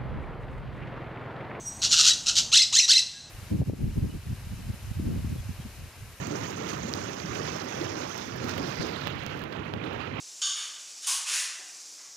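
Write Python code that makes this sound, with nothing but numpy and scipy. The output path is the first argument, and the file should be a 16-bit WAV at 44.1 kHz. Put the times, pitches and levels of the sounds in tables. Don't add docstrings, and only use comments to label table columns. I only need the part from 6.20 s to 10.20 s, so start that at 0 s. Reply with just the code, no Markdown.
import sys
import numpy as np
from scipy import signal
from scipy.fft import rfft, irfft, next_fast_len
from scipy.io import wavfile

SR = 44100
rng = np.random.default_rng(int(sys.argv[2]) if len(sys.argv) > 2 else 0)


def store_pcm(level_fs):
    pcm = np.round(np.clip(level_fs, -1, 1) * 32767).astype(np.int16)
    wavfile.write(sys.argv[1], SR, np.atleast_2d(pcm).T)


N = 176400
FRAME, HOP = 512, 128

# low f/Hz, high f/Hz, rate/(1/s), ring to 1/e^2 in cycles, size spread/dB, level/dB
SWARMS = [(71.6, 580, 420, 2.3, 0.6, -4), (599, 2545, 1500, 4.9, 2.5, -4.5),
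          (2500, 14000, 3000, 6.1, 3.5, -4), (449.7, 5500, 130, 21, 2.0, -9)]
# f/Hz, level/dB
BOIL_COLOUR = [(25, -93), (42, -85), (65, -67.5), (100, -60), (140, -60), (225, -62.5), (310, -60.5),
               (450, -63), (640, -66.5), (950, -68), (1300, -69), (2300, -73.5), (3300, -78), (4500, -83),
               (5600, -84.5), (6600, -85), (8000, -98), (11500, -99.2), (13800, -100.7), (14900, -90),
               (15700, -103.8)]
# t/s, level/dB
BASS_SURGE = [(0.0, 7.7), (0.18, 1), (0.3, -3.2), (0.36, 0.9), (0.75, 2.5), (0.99, -3), (1.11, 4),
              (1.17, -0.8), (1.35, 2.5), (1.47, -7.5), (1.62, -0.5), (1.8, -4), (2.1, -3.5), (2.25, 4.5),
              (2.55, -0.5), (2.64, 2.5), (2.73, -3), (2.94, 6.8), (3.06, 1), (3.24, 3), (3.3, -5),
              (3.42, 5), (3.45, -1), (3.63, 0), (3.69, -3), (3.75, 3.5), (3.9, -0.0), (4.0, 8)]
# t/s, level/dB
MIDDLE_SURGE = [(0.0, -6.5), (0.12, 8), (0.27, 0), (0.54, 3.4), (0.6, -1.5), (0.69, 1.5), (1.05, -2),
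                (1.17, 6), (1.32, -1.3), (1.558, 1.5), (1.62, 6), (1.68, 2.0), (1.83, 3.0), (1.89, -2.7),
                (2.07, -1), (2.25, 2.7), (2.34, 1.7), (2.4, 5.7), (2.58, -1.6), (2.64, 5.8), (2.7, 1.5),
                (2.97, -0.7), (3.03, -3), (3.21, 1.5), (3.45, -1.5), (3.72, 6.5), (3.78, -0.5), (4.0, 1.3)]
# t/s, level/dB
SPLASH_SURGE = [(0.0, -0.3), (0.24, 0.6), (0.39, -0.5), (0.51, 2), (0.63, -2), (0.78, 0.6), (1.05, -0.3),
                (1.38, 2.2), (1.47, -2.4), (1.65, 3.5), (1.74, -1.6), (1.8, 2.8), (1.89, 0.4), (2.01, 0.5),
                (2.13, -2.5), (2.28, 2), (2.58, 1), (2.61, 0), (2.79, -0.4), (2.88, 2), (2.94, -0.5),
                (3.15, -0.6), (3.21, -1), (3.27, -2.6), (3.45, 0), (3.6, -4), (3.66, -2.1), (3.811, 2.1),
                (3.93, -3.5), (4.0, 0.2)]
# t/s, gain/dB
SHEETS = [(.49, 4), (1.155, 4.5), (1.62, -3), (2.286, 6), (2.61, 5.5), (2.84, 2), (2.875, 1.5),
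          (3.325, 6.5), (3.64, 8.5)]
# t/s, level/dB
SPATTER_LEVEL = [(0, -56), (2, -54), (2.5, -52), (3.22, -53), (3.35, -68), (4, -70)]
# f/Hz, gain/dB
SNAP_COLOUR = [(1000, 20), (6000, 3), (8500, -8), (13500, 1.5), (14900, 7), (16000, 0)]
# t/s, ring f/Hz, ring level/dB, snap level/dB, pop level/dB
TICKS = [(.071, 6600, -20.5, -38, -41), (.730, 6300, -22, -41, -45), (.738, 4780, -8, -44, -33),
         (0.753, 5500, -24, -37, -45), (1.000, 4300, -21, -54, -36), (1.277, 3420, -21, -57, -38),
         (1.978, 5960, -26, -35, -47), (2.244, 5800, -27, -36, -45), (2.294, 5600, -18, -37, -31),
         (2.38, 2970, -19.5, -33.5, -38), (2.872, 3000, -13, -34, -15.5), (2.879, 3370, -18, -44, -35),
         (3.064, 5560, -21, -37, -37), (3.192, 3000, -32, -40, -45), (3.238, 3000, -29, -37, -44),
         (3.327, 3720, -22.5, -56, -27), (3.538, 3270, -19, -45, -17.5), (3.733, 2800, -32, -44, -45)]
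# t/s, f/Hz, level/dB
GULPS = [(.355, 151, -29), (0.645, 191, -25.5), (0.687, 225, -25.5), (1.045, 147, -25), (1.610, 327, -20.5),
         (1.770, 297, -26), (1.831, 298, -29), (2.243, 228, -21.5), (2.395, 259, -25), (2.475, 312, -30),
         (2.634, 317, -24), (3.392, 131, -29.5), (3.944, 145, -25.5)]
# t/s, thud level/dB, click level/dB
KNOCKS = [(2.442, -31, -29), (2.595, -19, -33), (2.87, -28.5, -31), (2.953, -29, -50), (3.537, -23, -28)]
# t/s, resonance f/Hz, resonance gain/dB, treble gain/dB
OPEN_PORT = [(0, 6800, 9, 1), (.85, 6400, 10, -2), (1.2, 5860, 9.5, -1.5), (1.95, 5850, 10.5, 0),
             (2.3, 5300, 5, -2), (2.62, 5000, 10, -1.5), (2.76, 4250, 7, -0.5), (2.87, 3200, 7.5, -6.5),
             (2.97, 2780, 6.5, -8), (3.15, 2700, 5.5, -5.5), (3.35, 2380, -1.5, -11.5), (3.7, 2630, 3, -11),
             (4, 2560, 6, -10.5)]
# f/Hz, correlation/1
COVER_LIKENESS = [(40, 1), (170, 0.79), (330, 0.93), (700, 0.93), (1500, 0.6), (2600, .12)]
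# f/Hz, phase/rad
COVER_LEAD = [(30, -1.5), (150, -0.37), (300, 1.0), (600, 2), (1100, 4), (1700, 8.5), (2600, -7)]
# f/Hz, gain/dB
COVER_MUFFLE = [(60, -3.5), (150, -1.5), (300, -5.5), (720, -9), (1300, -17.5), (2200, -26.5),
                (3600, -34.5), (6000, -35), (12000, -31.5)]
# t/s, gain/dB
COVER_SHELF = [(0, 3.5), (.8, 4), (1.7, 1.5), (2.4, -2), (3.1, -4.5), (4, -5.5)]

BASS_EDGE_HZ, SPLASH_EDGE_HZ = 194, 640
BUBBLE_CHIRP, SNAP_FADE_S = 0.13, 0.0019


def amp(db):
    return 10 ** (np.asarray(db) / 20)


def unit(x):
    return x / np.sqrt(np.mean(abs(x) ** 2) + 1e-20)


def at_hz(table, hz):
    f, value = np.transpose(table)
    return np.interp(np.log(hz + 1), np.log(f), value)


def at_time(table, t):
    return np.interp(t, *np.transpose(table))


def add(track, start_s, sound):
    part = track[max(round(start_s * SR), 0):][:len(sound)]
    part += sound[:len(part)]


def filtered(x, gain):
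    size = next_fast_len(N + 4096)
    return irfft(rfft(x, size) * gain(np.fft.rfftfreq(size, 1 / SR)), size)[:N]


def coloured(x, table):
    return filtered(x, lambda hz: amp(at_hz(table, hz)))


def moving(x, field_db):
    hz, t, spectra = signal.stft(x, SR, nperseg=FRAME, noverlap=FRAME - HOP)
    spectra *= amp(field_db(hz[:, None] + 1, t))
    return signal.istft(spectra, SR, nperseg=FRAME, noverlap=FRAME - HOP)[1][:N]


def ring(hz, rise_s, fade_s, chirp=0):
    t = np.arange(0, rise_s + 6 * fade_s, 1 / SR)
    envelope = np.minimum(t / rise_s, 1) * np.exp(-np.maximum(t - rise_s, 0) / fade_s)
    return envelope * np.sin(2 * np.pi * hz * t * (1 + chirp * t / t[-1]))


def swarm(low_hz, high_hz, per_s, cycles, spread_db, level_db, bands=28):
    out, edges = np.zeros(N), np.geomspace(low_hz, high_hz, bands + 1)
    for lo, hi in zip(edges, edges[1:]):
        hz = np.sqrt(lo * hi)
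        size = amp(spread_db * np.minimum(rng.exponential(1, N), 4)) * rng.choice([-1, 1], N)
        births = size * (rng.random(N) < per_s / bands / SR)
        bubble = ring(hz, 1 / hz, cycles / hz / 2, BUBBLE_CHIRP)
        out += unit(signal.oaconvolve(births, bubble)[:N]) * np.sqrt(2 * (hi - lo) / SR)
    return amp(level_db) * out


def patches(hz, t, span_hz, span_s):
    noise = rng.standard_normal((len(hz), len(t)))
    blur_f = (np.fft.fftfreq(len(hz), SR / FRAME)[:, None] * span_hz) ** 2
    blur_t = (np.fft.fftfreq(len(t), HOP / SR) * span_s) ** 2
    return unit(np.fft.ifft2(np.fft.fft2(noise) * np.exp(-2 * (blur_f + blur_t))).real)


def slaps_db(hz, t, patchy_db=0.78, flicker_db=1.5):
    lumps = patches(hz, t, span_hz=700, span_s=0.04)
    flicker = hz / (hz + SPLASH_EDGE_HZ) * patches(hz, t, span_hz=6960, span_s=0.017)
    return patchy_db * lumps + flicker_db * flicker


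def surge_db(hz, t, bass_db=-1, middle_db=-1.7, splash_db=0.04):
    low = 1 / (1 + (hz / BASS_EDGE_HZ) ** 4)
    high = 1 / (1 + (SPLASH_EDGE_HZ / hz) ** 4)
    return (low * (at_time(BASS_SURGE, t) + bass_db)
            + (1 - low - high) * (at_time(MIDDLE_SURGE, t) + middle_db)
            + high * (at_time(SPLASH_SURGE, t) + splash_db))


def sheets_db(hz, t, rise_s=0.0027, fade_s=0.029, shelf_hz=1500):
    lift_db = sum(db * np.exp(-np.maximum((s - t) / rise_s, (t - s) / fade_s)) for s, db in SHEETS)
    return lift_db / (1 + (shelf_hz / hz) ** 2)


def boil(rush_db=-2.5):
    water = amp(rush_db) * rng.standard_normal(N) + sum(swarm(*row) for row in SWARMS)
    water = moving(water, lambda hz, t: surge_db(hz, t) + sheets_db(hz, t) + slaps_db(hz, t))
    return coloured(water, BOIL_COLOUR) * np.sqrt(SR / 2)


def spatter(per_s=52, spread_db=5):
    level_db = at_time(SPATTER_LEVEL, np.arange(N) / SR)
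    size = amp(level_db + spread_db * np.clip(rng.standard_normal(N), -2, 2))
    births = size * (rng.random(N) < per_s / SR)
    envelope = signal.lfilter([1], [1, -np.exp(-1 / (SNAP_FADE_S * SR))], births)
    return coloured(envelope * rng.standard_normal(N), SNAP_COLOUR)


def ticks(fade_cycles=0.82):
    rings, snaps, t = np.zeros(N), np.zeros(N), np.arange(FRAME) / SR
    for s, hz, ring_db, snap_db, pop_db in TICKS:
        add(rings, s, amp(pop_db) * ring(hz=810, rise_s=0.00034, fade_s=0.00046))
        add(rings, s, amp(ring_db) * ring(hz, rise_s=0.0003, fade_s=fade_cycles / hz))
        add(snaps, s, amp(snap_db) * np.exp(-t / SNAP_FADE_S) * rng.standard_normal(FRAME))
    return rings + coloured(snaps, SNAP_COLOUR)


def gulps():
    out = np.zeros(N)
    for s, hz, db in GULPS:
        add(out, s, amp(db) * ring(hz, rise_s=0.006, fade_s=0.007, chirp=BUBBLE_CHIRP))
    return out


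def knocks():
    out = np.zeros(N)
    for s, thud_db, click_db in KNOCKS:
        add(out, s, amp(thud_db) * ring(hz=164, rise_s=0.00415, fade_s=0.0083))
        add(out, s, amp(click_db) * ring(hz=1280, rise_s=0.0001, fade_s=0.001))
    return out


def covered_port(direct, diffuse, shelf_hz=420):
    shared = filtered(direct, lambda hz: at_hz(COVER_LIKENESS, hz) * np.exp(1j * at_hz(COVER_LEAD, hz)))
    unshared = filtered(diffuse, lambda hz: np.sqrt(1 - at_hz(COVER_LIKENESS, hz) ** 2))
    muffled = coloured(shared + unshared, COVER_MUFFLE)
    return moving(muffled, lambda hz, t: at_time(COVER_SHELF, t) / (1 + (shelf_hz / hz) ** 2))


def open_port_db(hz, t, half_width_oct=0.32, shelf_ratio=1.85, shelf_order=9.4):
    times_s, *columns = np.transpose(OPEN_PORT)
    centre_hz, peak_db, treble_db = (np.interp(t, times_s, column) for column in columns)
    resonance_db = peak_db / (1 + (np.log2(hz / centre_hz) / half_width_oct) ** 2)
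    shade_db = treble_db / (1 + (shelf_ratio * centre_hz / hz) ** shelf_order)
    return resonance_db + shade_db


def scene():
    spring = boil() + gulps()
    left = covered_port(spring, diffuse=boil()) + knocks()
    right = moving(spring, open_port_db) + ticks() + spatter()
    return np.array([left, right])


def record(dry):
    lowpass = signal.firwin(511, cutoff=15800, window=("kaiser", 9), fs=SR)
    return signal.oaconvolve(dry, lowpass[None], "same")


dry = scene()
out = record(dry)
store_pcm(out)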